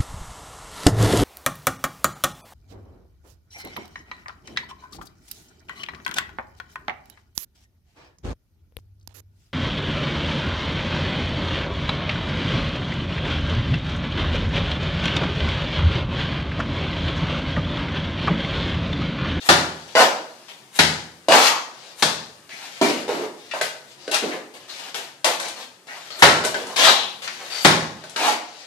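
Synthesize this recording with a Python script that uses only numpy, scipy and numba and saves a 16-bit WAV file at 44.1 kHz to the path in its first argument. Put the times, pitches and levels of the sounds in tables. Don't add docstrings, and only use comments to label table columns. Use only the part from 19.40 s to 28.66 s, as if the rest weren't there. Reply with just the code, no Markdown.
import sys
import numpy as np
from scipy import signal
from scipy.fft import rfft, irfft
from scipy.io import wavfile
from scipy.ndimage import uniform_filter1d
from numba import njit

SR = 44100
rng = np.random.default_rng(int(sys.argv[2]) if len(sys.argv) > 2 else 0)


def voltage_ratio(decibels):
    exponent = np.asarray(decibels, float) / 20
    return 10 ** exponent


def wrap_up_sound(samples):
    columns = np.atleast_2d(samples).T
    tamed = np.clip(columns, -1, 1)
    steps = np.round(tamed * 32767).astype(np.int16)
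    wavfile.write(sys.argv[1], SR, steps)


N = 408366

# (time [s], peak [dB], wall thump [dB], wall boom [dB], splat body [dB])
THROWS = [
    (0.0879, -4.5, -20, -8.5, -12),
    (1.3886, -6, -20.5, -8.5, -16.5),
    (2.6231, -14, -26, -7.5, -11.5),
    (6.822, 1.5, -27.5, -14.5, -14),
    (8.2467, -3.5, -26, -5, -13),
]
# (frequency [Hz], level [dB])
SPLAT = [(120, -36.5), (200, -9), (1850, 1), (2750, -7), (3880, -7), (13300, -28.5), (15100, -18.5)]
# (frequency [Hz], level [dB], time to fall 60 dB [s])
WALL = [(82.8, -5.5, 0.74), (160.7, -9.5, 0.7)]
SPRAY_DB, SPRAY_FOLLOWS = -6.5, 0.34


def throws():
    s, db, thump_db, boom_db, body_db = np.transpose(THROWS)
    each = np.ones(len(s))

    def wet(level_db, length_s, lo_hz, hi_hz):
        grains = scatter(s, level_db, length_s * each)
        return band(colour(grains, SPLAT), lo_hz, hi_hz)[1]

    slap = wet(db, 0.0085, 1160, 3370)
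    body = wet(db + body_db + 12.0, 0.012, 340, 1114)
    spray = wet(SPRAY_DB + SPRAY_FOLLOWS * db, 0.017, 3150, 12200)
    boom = band(scatter(s, db + boom_db - 0.5, 0.014 * each), 115, 328)[1]
    crumbs = blows(s + 0.038, db - 31.5, 0.078 * each) * band(sand(2.0), 700, 8100)
    t, wall = np.arange(SR) / SR, 0
    for hz, level_db, t60 in WALL:
        push_db = thump_db if hz < 110 else boom_db
        push = blows(s, db + push_db - 27.0, 0.0013 * each)
        note = voltage_ratio(level_db - 60 * t / t60) * np.sin(2 * np.pi * hz * t)
        wall = wall + signal.fftconvolve(push, note)[:N]
    return room(slap + body + spray + boom + crumbs, -5.0, 1.1, 0.0037) + wall


GATHER_S = 0.0013


def scatter(times, peak_db, length):
    size = 8192
    t, out = np.arange(size) / SR, np.zeros((2, N + size))
    push = voltage_ratio(peak_db)[:, None] * (1 - np.exp(-t / GATHER_S)) * np.exp(-t / length[:, None])
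    x = rng.standard_normal(push.shape)
    for _ in range(4):
        x = x * push / np.sqrt(abs(uniform_filter1d(x ** 2, size=24)) + 1e-15)
        even = rfft(x, 2 * size)
        x = irfft(even / abs(even))[:, :size]
    out[0] = rng.standard_normal(N + size)
    for s, grains, p in zip(times, x, push):
        gain = np.sqrt(np.sum(p ** 2) / np.sum(grains ** 2))
        out[1, int(s * SR):int(s * SR) + size] += grains * gain
    return out[:, :N]


def blows(times, peak_db, length):
    out, t = np.zeros(N + SR), np.arange(SR // 2) / SR
    for s, db, fall_s in zip(times, peak_db, length):
        i = int(s * SR)
        out[i:i + len(t)] += voltage_ratio(db) * (1 - np.exp(-t / .001)) * np.exp(-t / fall_s)
    return out[:N]


# (time [s], peak [dB], body [dB], spray [dB], body pitch [Hz])
KNOCKS = [(0.552, -14, 12, -17, 615), (1.083, -34, -7, -27, 875), (1.8841, -18, 12, 0, 490),
          (1.921, -9.5, 8, -2, 767), (6.704, -28, -5, -19, 1030), (7.047, -30, 16, 17.5, 380),
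          (7.143, -19, 6.5, -21, 750), (7.267, -29.5, -8, -1, 821), (7.36, -20, -23, 1, 1060),
          (7.475, -15, 11, -15, 900), (7.877, -19, -26, -23, 1045), (8.638, -31, 0, -8, 824),
          (8.6942, -41, -12, 11, 200), (8.761, -17, 1.5, -5.5, 826), (8.865, -19, -3, 1, 830),
          (3.092, -35, -22, -20, 990), (3.413, -18.5, 12, -2, 287), (3.497, -25.5, 11, 0, 330),
                 (3.691, -35, 17, -11, 649), (4.112, -27, -14, -27, 1100), (4.137, -28.5, 10, -5, 607),
                 (4.2116, -16.5, 4, -0.5, 604), (4.678, -26, 6.5, -9, 465), (4.712, -32, -14, 13, 1140),
                 (4.743, -14, -12, 1, 947), (4.823, -35, 16, -10, 314), (5.544, -20, -3, -7, 720),
                 (5.8438, -8.5, 0.5, -1, 770), (5.998, -20.5, -15, 0.5, 750), (6.081, -27.5, -6.5, 4, 775)]


def knocks():
    s, db, body_db, spray_db, hz = np.transpose(sorted(KNOCKS))
    contact_s = np.full(len(s), 0.0024)
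    grain = sand(0.43)
    grain = grain / grain.std()
    tick = band(scatter(s, db + 10.0, 0.57 * contact_s), 800, 5060)[1]
    spray = band(scatter(s + .002, db + spray_db + 6.5, 0.7 * contact_s), 3000, 9900)[1]
    push = blows(s, db + body_db, 0.3 * contact_s) * (1 + 2.14 * grain)
    latest = np.searchsorted(s * SR, np.arange(N)) - 1
    pitch = hz[np.maximum(latest, 0)]
    boom = svf(svf(push, pitch, 1.1), pitch, 1.03)
    boom = signal.sosfilt(signal.butter(4, 190, "highpass", fs=SR, output="sos"), boom)
    return tick + spray + voltage_ratio(20.5) * boom + voltage_ratio(3.0) * steel(push)


# (frequency [Hz], width [Hz], level [dB])
TROWEL = [(640, 30, 0), (765, 30, -8), (920, 35, -2), (1130, 40, -7), (1500, 40, -1), (2060, 40, -7),
          (2870, 45, -8), (4000, 60, -11), (4750, 50, -11)]


def steel(x):
    f, width, db = np.transpose(TROWEL)
    gain = voltage_ratio(db) * np.sqrt(SR / (np.pi * width * np.sum(voltage_ratio(2 * db))))
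    ring = np.zeros(N)
    for k in range(len(f)):
        ring += (-1) ** k * gain[k] * svf(x, np.full(N, f[k]), f[k] / width[k])
    return ring


# (start [s], length [s], grit [dB], body [dB], grit centre [Hz])
SCOOPS = [
    (0.556, 0.09, -17, 1, 1700),
    (1.89, 0.094, -16, 2, 2080),
    (4.714, 0.05, -20.5, -8.5, 2960),
    (7.365, 0.16, -15, -7.5, 3430),
    (8.775, 0.16, -23.5, -1, 2310),
]
# (start [s], length [s], grit [dB], body [dB], grit centre [Hz])
DRAGS = [(1.95, 0.13, -20, -20, 2330), (3.095, 0.16, -44, -10, 2250), (3.225, 0.2, -46, -11.5, 2250),
         (4.14, 0.046, -42, 1, 2200), (5.28, .12, -43.5, -10.5, 3830), (5.39, 0.1, -43, -6.5, 3230),
         (6.0, 0.06, -36, -4.5, 3800), (6.085, 0.038, -43, -9, 3800), (6.16, 0.072, -42, -5.5, 3870),
         (6.47, .11, -46, -3, 1960), (6.57, 0.12, -48, -11, 3020), (6.71, 0.12, -45, -4, 4100),
         (7.27, 0.067, -43.5, 0, 3360), (7.82, 0.03, -35, -11, 2900), (7.885, 0.2, -43.5, -11, 2200),
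         (8.01, 0.026, -48.5, 6, 2900), (8.1, 0.092, -34.5, -12.5, 4670)]
# (start [s], length [s], grit [dB], body [dB], grit centre [Hz])
SLOPS = [
    (3.415, 0.091, -24, 2.4, 2230),
    (3.53, 0.1, -36, 1.2, 2250),
    (3.68, 0.17, -35.5, 9.1, 2080),
    (4.83, 0.14, -39, 8.2, 2030),
    (7.15, 0.093, -38.5, 4.4, 2910),
]
# (start [s], length [s], grit [dB], body [dB], grit centre [Hz])
SPATTERS = [
    (1.088, 0.23, -51, -6, 3000),
    (4.215, 0.072, -25.5, -8, 3270),
    (5.14, 0.075, -42.5, -3.5, 2300),
    (5.55, 0.15, -33, -6.5, 3000),
    (5.85, 0.11, -20.5, -2, 2730),
    (7.04, 0.085, -26.5, -3, 4150),
]
# (start [s], length [s], grit [dB], body [dB], grit centre [Hz])
SHUFFLES = [(0.0, 0.033, -40, -12, 3900), (.84, 0.3, -56, -12, 4860), (5.19, 0.065, -52, -6, 2990),
            (.34, 0.44, -47, -7, 3500), (2.33, 0.19, -48, -5, 4000), (3.97, 0.3, -49.5, -16, 3670),
            (4.48, 0.043, -48.5, -26, 3700), (4.58, 0.12, -48.5, -5, 4400), (8.56, .19, -50.5, -2.5, 3300),
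            (9.05, .21, -47, -10, 4300)]
# (frequency [Hz], level [dB])
GRIT = [(2940, -69), (5000, 11), (12200, 1), (14500, -6), (15100, -45.5)]
SCOOP = dict(rise=0.56, start_db=-6.5, end_db=-7.5, sizzle_db=-10.5, body_hz=767, sing=0.091, focus=0.3)
DRAG = dict(rise=0.033, start_db=2.5, end_db=3, sizzle_db=-10, body_hz=720, sing=0.03, focus=0.1)
SLOP = dict(rise=0.044, start_db=4, end_db=-6, sizzle_db=-9.5, body_hz=413, sing=0.021, focus=0.39)
SPATTER = dict(rise=0.017, start_db=8.5, end_db=-19.5, sizzle_db=-6.5, body_hz=687, sing=0.027, focus=0.12)
SHUFFLE = dict(rise=0.71, start_db=-4.5, end_db=-1.5, sizzle_db=-16, body_hz=650, sing=.05, focus=0.31)
SWISH = dict(rise=0.65, start_db=-24.5, end_db=-6.5, sizzle_db=1.5, body_hz=800, sing=.05, focus=0.15)
SWISH_S, SWISH_DB, SWISH_HZ = 0.072, -35, 3650
SWISH_WEAK_DB = 4


def scrapes():
    swishes = [(s - SWISH_S, SWISH_S, SWISH_DB - SWISH_WEAK_DB * (db < -6), -9, SWISH_HZ)
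               for s, db, *_ in THROWS]
    kinds = ((SCOOPS, SCOOP), (DRAGS, DRAG), (SLOPS, SLOP), (SPATTERS, SPATTER), (SHUFFLES, SHUFFLE),
             (swishes, SWISH))
    power = np.zeros((3, N))
    shape = np.ones((4, N)) * [[3000], [700], [0], [0]]
    for rows, how in kinds:
        for s, length, db, body_db, grit_hz in rows:
            first = int(s * SR)
            push_db = db + stroke(length, how["rise"], how["start_db"], how["end_db"])
            push = voltage_ratio(2 * push_db)[:N - first]
            i = first + np.arange(len(push))
            sing = np.clip(how["sing"] * voltage_ratio(body_db), 0, .9)
            form = [grit_hz, how["body_hz"], sing, how["focus"]]
            shape[:, i[push > power[0, i]]] = np.c_[form]
            power[:, i] += push * voltage_ratio(2 * np.c_[[0, body_db, how["sizzle_db"]]])
    smooth = np.sqrt(abs(uniform_filter1d(power, SR // 300)))
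    rasp, body, sizzle = smooth * judder(90, 0.96)
    grit_hz, body_hz, ring, focus = shape
    grain = sand(1.94)
    grit, boom = band(grain, 1440, 6480), band(grain, 195, 1160)
    grit = np.sqrt(1 - focus ** 2) * grit + 1.7 * focus * svf(grit, grit_hz, 3.)
    boom = .4 * boom + 1.4 * svf(boom, body_hz, 1.8)
    sung = steel(ring * np.hypot(body, rasp) * grain / grain.std())
    fine = sizzle * band(colour(grain, GRIT), 4860, 20200)
    return np.sqrt(1 - ring ** 2) * (rasp * grit + body * boom) + sung + fine


RELEASE_DB_PER_S = 897


def stroke(length, rise, start_db, end_db):
    t = np.arange(int((length + .08) * SR)) / SR
    held = np.interp(t, [0, rise * length, length], [start_db, 0, end_db])
    return held - RELEASE_DB_PER_S * np.maximum(t - length, 0)


def sand(spread_db):
    return rng.standard_normal(N) * voltage_ratio(spread_db * np.minimum(rng.exponential(size=N), 6))


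def judder(rate_hz, depth_db):
    k = int(SR / rate_hz)
    steps = np.repeat(rng.standard_normal(N // k + 1), k)
    return voltage_ratio(depth_db * uniform_filter1d(steps, k // 3)[:N])


# (start [s], length [s],
# pitch [Hz], level [dB], sharpness)
SQUEAKS = [(.554, 0.083, 650, -12.5, 8.4), (.556, 0.081, 1477, -18.5, 25), (.56, 0.05, 2886, -24, 35),
           (1.948, 0.23, 1060, -19.5, 3.1), (3.414, 0.035, 282, -22, 11), (3.5, 0.032, 330, -30, 2.1),
           (7.465, 0.022, 907, -11.5, 3.8), (8.858, 0.046, 837, -18, 10), (7.553, 0.14, 3240, -27, 3.7),
           (4.594, 0.11, 4800, -52, 6.7), (5.29, 0.044, 4200, -35.5, 3.7), (1.084, 0.043, 2900, -41.5, 1.8),
           (3.099, 0.067, 2130, -40, 4.4), (4.112, 0.021, 2340, -28, 1.9), (4.74, 0.032, 3520, -38, 1.8),
           (4.911, 0.047, 1950, -31.5, 2.2), (6.48, 0.06, 1940, -36, 3), (6.7, .08, 4330, -38.5, 9.2),
           (7.473, 0.043, 3920, -10.5, 9.4), (7.872, .025, 1890, -29, 3.7), (8.1, 0.16, 4600, -31.5, 49),
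           (8.758, 0.024, 1500, -25, 6.6), (4.824, .05, 345, -24, 3.2)]
SQUEAK_EDGE_DB = -13.5


def squeaks():
    out = np.zeros(N)
    for s, length, hz, db, sharp in SQUEAKS:
        push = voltage_ratio(db + stroke(length, 0.14, SQUEAK_EDGE_DB, SQUEAK_EDGE_DB))
        tone, pitch = rng.standard_normal(len(push)), np.full(len(push), 1. * hz)
        for _ in range(2):
            tone = svf(tone, pitch, sharp * .64)
        out[int(s * SR):int(s * SR) + len(push)] += push * tone / tone.std()
    return out


# (frequency [Hz], time to fall 60 dB [s])
ROOM = [(60, 0.82), (160, 0.7), (420, 0.65), (1100, 0.57), (2900, 0.5), (7700, 0.56), (12000, 0.35)]
# (frequency [Hz], likeness [0-1])
PORTS_ALIKE = [(60, 1), (130, 0.86), (290, 0.83), (630, 0.77), (1390, 0), (3040, 0.09), (6670, 0.12),
               (14600, 0.01)]
# (frequency [Hz], left minus right [dB])
PORTS_TILT = [(60, 11.5), (110, -6.5), (200, -1), (370, -1), (690, -3), (1270, -0.5), (2340, 4),
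              (4310, 11.5), (7940, 6.5), (14600, -2.5)]


def room(x, direct_db, early_db, early_s):
    size, hop, edge = 28000, 2048, 64
    t, hz = np.arange(size) / SR, np.fft.rfftfreq(2 * SR, 1 / SR)
    alike, tilt = read(PORTS_ALIKE, hz), voltage_ratio(read(PORTS_TILT, hz) / 2)
    ports = np.array([tilt, 1 / tilt]) / np.sqrt((tilt ** 2 + tilt ** -2 + 2 * alike) / 4)
    direct = voltage_ratio(direct_db) * np.roll(irfft(ports), edge, axis=1)[:, :2 * edge]
    mid, side = rfft(rng.standard_normal((2, 2 * SR))) * np.sqrt([1 + alike, 1 - alike]) / np.sqrt(2)
    centres = 44 * 2. ** np.arange(9)[:, None, None]
    share = np.cos(np.pi / 2 * np.clip(np.log2((hz + 1) / centres), -1, 1)) ** 2
    octaves = irfft(ports * [mid + side, mid - side] * share)
    fall = voltage_ratio(-60 * t / read(ROOM, centres)) + voltage_ratio(early_db) * np.exp(-t / early_s)
    fall *= np.clip((t - edge / SR) / 0.0017, 0, 1)
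    fall /= np.sqrt(np.sum(fall ** 2, axis=-1, keepdims=True))
    places, length = [], 16 * hop
    for j in rng.integers(0, SR, size=24):
        paths = np.sum(octaves[..., j:j + size] * fall, axis=0)
        paths[:, :2 * edge] += [direct[0], np.roll(direct[1], j % 17 - 4)]
        places.append(rfft(paths, length))
    padded, out = np.pad(x, hop), np.zeros((2, N + 2 * SR))
    fade = np.sin(np.pi * np.arange(2 * hop) / (2 * hop))
    for k, i in enumerate(range(0, N + hop, hop)):
        piece = padded[i:i + 2 * hop]
        heard = rfft(piece * fade[:len(piece)], length) * places[k % len(places)]
        out[:, i:i + length] += irfft(heard)
    return out[:, hop + edge:hop + edge + N]


# (frequency [Hz], level [dB])
AIR = [(18, -41), (30, -44.5), (139, -5), (355, -7), (1170, -12.5), (9390, -20), (13900, -30.5),
       (15000, -16.5)]
# (time [s], level [dB])
AIR_DB = [(0.0, -40), (2.1, -43), (3.7, -40.5), (6.4, -44.5), (7.2, -34.5), (9.26, -47.5)]


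def air():
    level_db = np.interp(np.arange(N) / SR, *np.transpose(AIR_DB)) - 11.0
    return voltage_ratio(level_db) * colour(rng.standard_normal(N), AIR)


def read(table, hz):
    f, v = np.transpose(table)
    return np.interp(np.log(hz + 1), np.log(f + 1), v)


def colour(x, table):
    gain = voltage_ratio(read(table, np.fft.rfftfreq(x.shape[-1], 1 / SR)))
    y = irfft(rfft(x) * gain, x.shape[-1])
    return y / y.std()


def band(x, lo_hz, hi_hz):
    y = signal.sosfilt(signal.butter(3, [lo_hz, hi_hz], "bandpass", fs=SR, output="sos"), x)
    return y / np.atleast_2d(y)[0].std()


@njit
def svf(x, hz, sharp):
    y, b, l, k = np.empty(len(x)), 0., 0., 1 / sharp
    for i in range(len(x)):
        g = np.tan(np.pi * hz[i] / SR)
        v = (b + g * (x[i] - l)) / (1 + g * (g + k))
        b, l, y[i] = 2 * v - b, l + 2 * g * v, k * v
    return y


def scene():
    return throws() + room(knocks() + scrapes() + squeaks() + air(), -6.5, 0.43, 0.02)


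def low_pass(x):
    return signal.sosfilt(signal.butter(12, 15220, fs=SR, output="sos"), x)


def record(dry):
    x = signal.sosfilt(signal.butter(4, 72, "highpass", fs=SR, output="sos"), dry)
    x = signal.sosfilt(signal.ellip(8, .2, 60, 14600, fs=SR, output="sos"), x)
    return low_pass(np.clip(x, -1, 1))


dry = scene()
out = record(dry)
wrap_up_sound(out)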